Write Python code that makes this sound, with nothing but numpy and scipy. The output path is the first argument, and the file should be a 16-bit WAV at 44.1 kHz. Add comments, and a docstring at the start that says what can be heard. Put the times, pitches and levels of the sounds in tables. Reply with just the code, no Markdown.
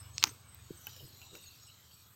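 """A hermit crab shifts on a rock at night, heard from close by.
Night hiss, thin high chirps and the throb of a distant engine run throughout.
Near 0.2 s come a few dry snaps and a short gritty scrape; the hand-held microphone
picks up soft bumps and the faint rustle of hand and sleeve.
Light taps of leg tips on the stone follow, fading toward the end."""
import sys
import numpy as np
from scipy import signal
from scipy.fft import rfft, irfft
from scipy.io import wavfile

SR = 44100
rng = np.random.default_rng(int(sys.argv[2]) if len(sys.argv) > 2 else 0)


def store_wav(level_fs):
    """Save 16-bit WAV to argv[1]."""
    pcm = np.round(np.clip(np.atleast_2d(level_fs), -1, 1) * 32767)
    wavfile.write(sys.argv[1], SR, pcm.T.astype(np.int16))


N = 94815
TIME = np.arange(N) / SR


def from_db(db):
    """Decibels to gain."""
    return 10 ** (np.asarray(db) / 20)


def unit_rms(x):
    """Scale to rms 1."""
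    return x / np.sqrt(np.mean(x ** 2) + 1e-20)


def envelope(points):
    """Gain over time from (time_s, level_db) points."""
    return from_db(np.interp(TIME, *np.transpose(points)))


def spectrum_gain(points, freq_hz):
    """Gain at freq_hz from (freq_hz, gain_db) points, on a log frequency axis."""
    knots_hz, gain_db = np.transpose(points)
    return from_db(np.interp(np.log(freq_hz + 1), np.log(knots_hz), gain_db))


def coloured(x, points):
    """Filter by a spectrum; rms 1."""
    gain = spectrum_gain(points, np.fft.rfftfreq(len(x), 1 / SR))
    return unit_rms(irfft(rfft(x) * gain, len(x)))


def drift(rate_hz):
    """Random wander: straight lines between unit normal knots."""
    knots = rng.standard_normal(4000)
    return np.interp(TIME * rate_hz, np.arange(len(knots)), knots)


def swell(centre_s, sigma_s):
    """Gaussian envelope; peak 1."""
    return np.exp(-.5 * ((TIME - centre_s) / sigma_s) ** 2)


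def decaying_noise(t60_s, size=16384):
    """Exponentially decaying noise; energy 1."""
    x = rng.standard_normal(size) * from_db(-60 * TIME[:size] / t60_s)
    return x / np.linalg.norm(x)


def grains(rate_hz, spread_db=3):
    """Randomly timed clicks of uneven size."""
    clicks = (rng.random(N) < rate_hz / SR) * rng.choice([-1, 1], N)
    return clicks * from_db(spread_db * rng.standard_normal(N))


def patchy(x, depth_db, bands=34):
    """Narrow bands from 1.2 to 9 kHz swell and fade independently; rms 1."""
    spectrum = rfft(x)
    band = np.searchsorted(np.linspace(1200, 9000, bands + 1), np.fft.rfftfreq(N, 1 / SR))
    inner = sum(irfft(spectrum * (band == k), N) * from_db(depth_db * drift(15))
                for k in range(1, bands + 1))
    outer = irfft(spectrum * ((band == 0) | (band > bands)), N)
    return unit_rms(inner + outer)


def minimum_phase_pulse(gain, size):
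    """Most compact causal pulse with a given spectrum; peak 1."""
    cepstrum = irfft(np.log(gain + 1e-5))
    cepstrum[1:size // 2] *= 2
    cepstrum[size // 2 + 1:] = 0
    pulse = irfft(np.exp(rfft(cepstrum)))
    return pulse / np.abs(pulse).max()


def add(out, start_s, x):
    """Mix x into out at start_s."""
    i = max(int(round(start_s * SR)), 0)
    out[i:i + len(x)] += x[:N - i]


# hiss spectrum: freq_hz, gain_db
HISS_SPECTRUM = [(25, -11), (50, -7.5), (80, 18), (140, 12), (220, 2.5), (340, -3), (560, -5), (780, -4),
                 (1300, 1.5), (1950, -7.5), (2800, -7.5), (3800, -5.5), (5300, -16.5), (6700, -9),
                 (7350, -39), (7750, 1.5), (8400, -1.5), (9300, -32), (10500, -19.5), (11600, -25.5),
                 (12600, -11.5), (15000, -27), (16000, -3.5)]
# hiss envelope: time_s, level_db
HISS_ENVELOPE = [(0, -55.5), (0.3, -57), (0.5, -58.5), (0.8, -59), (1.2, -61.5), (1.6, -63.5),
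                 (2.15, -62.5)]

def night_hiss():
    """Broad noise with a slowly shifting treble."""
    noise = coloured(rng.standard_normal(N), HISS_SPECTRUM)
    return envelope(HISS_ENVELOPE) * patchy(noise, depth_db=4)


# harmonics of the turning rate: order, gain_db
ENGINE_HARMONICS = [(3, -5.5), (4, 2.5), (5, 0), (6, -12.5), (7, -40.5)]
# engine envelope: time_s, level_db
ENGINE_ENVELOPE = [(0, -55.5), (0.16, -57.5), (0.27, -60), (0.5, -64.5), (0.65, -59.5), (0.85, -67),
                   (1.1, -66), (1.4, -73), (1.7, -69), (2.15, -75)]

def engine(turn_hz=23.35, waver_hz=.05, in_phase_s=.025, wander_db=2.3):
    """Distant engine: neighbouring low orders beat into a throb."""
    turns = np.cumsum(turn_hz + waver_hz * drift(18)) / SR - turn_hz * in_phase_s
    throb = sum(from_db(gain_db + wander_db * drift(10)) * np.sin(2 * np.pi * order * turns)
                for order, gain_db in ENGINE_HARMONICS)
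    return envelope(ENGINE_ENVELOPE) * throb


# calls: centre_s, peak_db, pitch_hz, glide_hz_per_s
CHIRP_CALLS = [(0.004, -49.5, 8360, -5000), (0.149, -55.5, 6600, -1000), (0.212, -61, 8230, 3992),
               (0.300, -53.5, 8250, -8000), (0.295, -50, 6440, 15), (0.494, -57, 8200, 991.5),
               (0.779, -56.5, 8270, 2001), (1.07, -60.5, 8260, -2000), (1.437, -57, 8180, -4),
               (1.478, -53.5, 6670, -2000), (1.634, -57.5, 6740, 1973), (1.676, -57.5, 7940, -2000),
               (1.943, -59, 7770, -3000)]

def chirps(sigma_s=.01, waver_hz=123):
    """Thin wavering calls of small night animals."""
    out = np.zeros(N)
    for centre_s, peak_db, pitch_hz, glide_hz_per_s in CHIRP_CALLS:
        freq_hz = pitch_hz + glide_hz_per_s * (TIME - centre_s) + waver_hz * drift(600)
        tone = np.sin(2 * np.pi * np.cumsum(freq_hz) / SR)
        out += from_db(peak_db) * swell(centre_s, sigma_s) * tone
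    return out


# rustle spectrum: freq_hz, gain_db
RUSTLE_SPECTRUM = [(200, -3.5), (450, -5), (700, -7.5), (1400, -25.5), (2000, -13.5), (2750, -3.5),
                   (3350, -5), (3900, 1), (4400, 3.5), (5000, -3.5), (5600, 0), (6200, -8.5), (6700, 1.5),
                   (7500, 0), (9400, -17.5), (16000, -34.5)]
# rustle envelope: time_s, level_db
RUSTLE_ENVELOPE = [(0, -84), (0.12, -72), (0.2, -51.5), (0.33, -70), (0.5, -76.5), (0.68, -64),
                   (0.82, -66.5), (0.9, -58), (1.02, -65), (1.15, -62.5), (1.25, -62.5), (1.45, -64),
                   (1.56, -62.5), (1.68, -65.5), (1.8, -65.5), (2.0, -65.5), (2.15, -72.5)]

def rustle(flicker_db=.2):
    """Soft, grainy rubbing of the moving hand and sleeve."""
    rubbing = patchy(coloured(grains(rate_hz=6000), RUSTLE_SPECTRUM), depth_db=5)
    return envelope(RUSTLE_ENVELOPE) * rubbing * from_db(flicker_db * drift(140))


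# sizzle spectrum: freq_hz, gain_db
SIZZLE_SPECTRUM = [(7000, -19.5), (9500, -24.5), (10800, -9.5), (11600, -11.5), (12500, 0), (14300, -2),
                   (15500, -10.5), (16200, -18.5)]
# sizzle envelope: time_s, level_db
SIZZLE_ENVELOPE = [(0, -70), (0.06, -66.5), (0.13, -75.5), (0.3, -65.5), (0.46, -76), (0.7, -68.5),
                   (0.83, -61.5), (0.92, -63.5), (0.96, -63.5), (1.02, -60), (1.1, -64.5), (1.26, -65.5),
                   (1.305, -72), (1.35, -63), (1.43, -65), (1.52, -66.5), (1.72, -69), (2.15, -67)]

def sizzle(flicker_db=2):
    """The finest, highest part of the rustle."""
    gain = envelope(SIZZLE_ENVELOPE) * from_db(flicker_db * drift(120))
    return gain * coloured(rng.standard_normal(N), SIZZLE_SPECTRUM)


# faint rubs: centre_s, level_db, sigma_s, pitch_hz, glide_hz_per_s
RUB_STROKES = [(0.029, -62, 0.039, 5270, 0), (0.89, -62, 0.077, 5900, -2200),
               (0.94, -63.5, 0.097, 3056, -900), (0.991, -64, 0.044, 3885, -3),
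               (1.019, -62.5, 0.052, 5150, -2500), (1.098, -71.5, .10, 4390, -1300),
               (1.04, -64.5, 0.043, 374, -2500), (1.14, -72.5, 0.085, 308.2, -300),
               (1.229, -62.5, 0.015, 2770, 3.5), (1.269, -69, .04, 830, -1000),
               (1.312, -63, 0.15, 3893, -1400), (1.33, -70.5, 0.17, 6800, -500), (1.36, -62, 0.03, 391, 0),
               (1.422, -68, 0.13, 2785, -1200), (1.475, -61.5, 0.036, 4260, -6000),
               (1.608, -65.5, 0.065, 5560, -2800), (1.69, -61.5, 0.016, 2870, 1996),
               (1.70, -66, .08, 4004, -1300), (1.85, -72, 0.11, 3190, -2.5),
               (1.98, -74.5, 0.093, 4500, -1000)]

def rubs(bandwidth_hz=290, rough_db=3.7):
    """Friction noise in narrow resonances, most sliding down in pitch."""
    out = np.zeros(N)
    lowpass = signal.butter(2, bandwidth_hz / 2, fs=SR, output="sos")
    for centre_s, level_db, sigma_s, pitch_hz, glide_hz_per_s in RUB_STROKES:
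        phase = 2 * np.pi * np.cumsum(pitch_hz + glide_hz_per_s * (TIME - centre_s)) / SR
        in_phase, quadrature = signal.sosfilt(lowpass, rng.standard_normal((2, N)))
        band = in_phase * np.cos(phase) + quadrature * np.sin(phase)
        friction = unit_rms(band * from_db(rough_db * drift(90)))
        out += from_db(level_db) * swell(centre_s, sigma_s) * friction
    return out


# thuds: centre_s, level_db, pitch_hz, sigma_s
HANDLING_BUMPS = [(0.242, -46.5, 330, 0.0033), (0.315, -54.5, 424, .003), (0.7083, -35.5, 373.5, 0.0019),
                  (0.714, -47, 150, 0.0046), (0.737, -61, 340, 0.019), (0.974, -61.5, 510, 0.0074),
                  (1.021, -62, 414, 0.0038), (1.043, -47, 126, 0.012), (1.331, -58, 169, 0.0049),
                  (1.3332, -51, 408, 0.0022), (1.476, -59, 85.8, 0.024)]

def bumps(roughness=.25):
    """Microphone handling: dull thuds of a few uneven cycles."""
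    out = np.zeros(N)
    for centre_s, level_db, pitch_hz, sigma_s in HANDLING_BUMPS:
        tone = np.cos(2 * np.pi * pitch_hz * (TIME - centre_s))
        lowpass = signal.butter(2, pitch_hz, fs=SR, output="sos")
        noise = signal.sosfilt(lowpass, drift(2 * pitch_hz))
        out += from_db(level_db) * swell(centre_s, sigma_s) * (tone + roughness * noise)
    return out


# slips: centre_s, level_db, sigma_s
SCRAPE_SLIPS = [(0.2332, -43, 0.0066), (0.245, -39, .003), (0.259, -48.5, .005), (0.2736, -42, 0.0044),
                (0.287, -53, .013), (0.887, -59, 0.0088), (0.964, -63.5, .004), (1.363, -62.5, 0.019)]
# grit spectrum: freq_hz, gain_db
GRIT_SPECTRUM = [(100, -9), (320, 5), (600, -12.5), (950, 0.5), (1700, -1), (2800, -7), (4200, -11),
                 (6300, -0.5), (7800, -26), (9500, -28), (12000, -21), (13500, -9), (15300, -10),
                 (16000, -26.5)]

def scrapes():
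    """Dense grains of grit under short slips."""
    grit = coloured(grains(rate_hz=10000), GRIT_SPECTRUM)
    return grit * sum(from_db(level_db) * swell(centre_s, sigma_s)
                      for centre_s, level_db, sigma_s in SCRAPE_SLIPS)


# tap modes at pitch ratio 1: freq_hz, gain_db, t60_s
RING_MODES = [(875, -13.5, 0.063), (1592, -2, 0.013), (1644, -7.5, 0.04), (2350, -20, 0.021),
              (2670, -0.5, 0.022), (3087, -2.5, 0.048), (4600, -24, 0.015), (5750, -6, .014)]

def tap_ring(pitch_ratio, size=8192):
    """Decaying modes, struck a little differently each time."""
    out, t = np.zeros(size), TIME[:size]
    for freq_hz, gain_db, t60_s in RING_MODES:
        strike = rng.choice([-1, 1]) * from_db(gain_db + rng.normal())
        out += strike * from_db(-60 * t / t60_s) * np.sin(2 * np.pi * freq_hz * pitch_ratio * t)
    return out


# leg contacts: start_s, ring_db, pitch_ratio, tick_peak_db
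LEG_TAPS = [(0.2272, -33, 1.32, -60), (0.5466, -61.5, 1.32, -35), (0.8692, -37, 0.97, -27),
            (0.894, -53.5, 1.64, -44), (0.9645, -51.5, 1.9, -43), (1.2164, -52, .9, -50),
            (1.3521, -48.5, 0.88, -45), (1.441, -58, 1.45, -50), (1.638, -67, 0.79, -59),
            (1.912, -59, 1.03, -57)]

def taps(tick_band_hz=(13000, 15400)):
    """Leg tips touch the stone: a bright tick and a short ring."""
    out = np.zeros(N)
    bandpass = signal.butter(2, tick_band_hz, "band", fs=SR, output="sos")
    for start_s, ring_db, pitch_ratio, tick_peak_db in LEG_TAPS:
        tick = signal.sosfilt(bandpass, decaying_noise(t60_s=.0019, size=4096))
        add(out, start_s, from_db(ring_db) * tap_ring(pitch_ratio))
        add(out, start_s, from_db(tick_peak_db) * tick / np.abs(tick).max())
    return out


# cracks: start_s, peak_db, low_edge_hz, high_edge_hz
SNAP_CRACKS = [(0.1813, -16, 2130, 7400), (0.2279, -15, 1960, 3630), (0.2395, 1.5, 610, 15200),
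               (0.2545, -29.5, 3420, 9000), (0.2935, -35, 3010, 8000), (1.2165, -42.5, 2500, 5470),
               (1.3535, -38.5, 2410, 6600), (1.4400, -47, 3200, 8000)]
# crack spectrum: freq_hz, gain_db
CRACK_SPECTRUM = [(100, -16.5), (330, -6), (720, -24), (860, -2.5), (1250, -4), (1620, -10), (2000, -9),
                  (2450, -2.5), (3100, -6.5), (4000, -3.5), (4700, 1), (6900, 0.5), (7750, -16),
                  (8700, -17), (9400, -27), (10700, -19.5), (11500, -25), (13000, -15.5), (15500, -22.5)]

def snaps(echo_s=.0032, echo_db=-21, rattle_db=-12.5, size=2048):
    """Sub-millisecond cracks, each with an echo off the rock and a brief rattle."""
    out = np.zeros(N)
    freq_hz = np.fft.rfftfreq(size, 1 / SR) + 1
    for start_s, peak_db, low_edge_hz, high_edge_hz in SNAP_CRACKS:
        highpass = 1 / np.sqrt(1 + (low_edge_hz / freq_hz) ** 6)
        lowpass = 1 / np.sqrt(1 + (freq_hz / high_edge_hz) ** 8)
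        gain = spectrum_gain(CRACK_SPECTRUM, freq_hz) * highpass * lowpass
        crack = from_db(peak_db) * minimum_phase_pulse(gain, size)
        rattle = signal.fftconvolve(crack, decaying_noise(t60_s=.01))
        add(out, start_s, crack)
        add(out, start_s + echo_s, from_db(echo_db) * crack)
        add(out, start_s, from_db(rattle_db) * rattle)
    return out


def scene(tail_db=-33.5):
    """Mono mix: close contacts with a faint outdoor tail, over the night background."""
    contacts = snaps() + taps()
    tail = from_db(tail_db) * signal.fftconvolve(contacts, decaying_noise(t60_s=.9))[:N]
    hiss = night_hiss()
    close = contacts + tail + scrapes() + bumps() + rubs() + rustle() + sizzle()
    return (close + chirps() + engine() + hiss)[None]


def record(dry, cutoff_hz=15850):
    """Steep elliptic low-pass."""
    return signal.sosfilt(signal.ellip(10, .1, 70, cutoff_hz, fs=SR, output="sos"), dry)


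dry = scene()
out = record(dry)
store_wav(out)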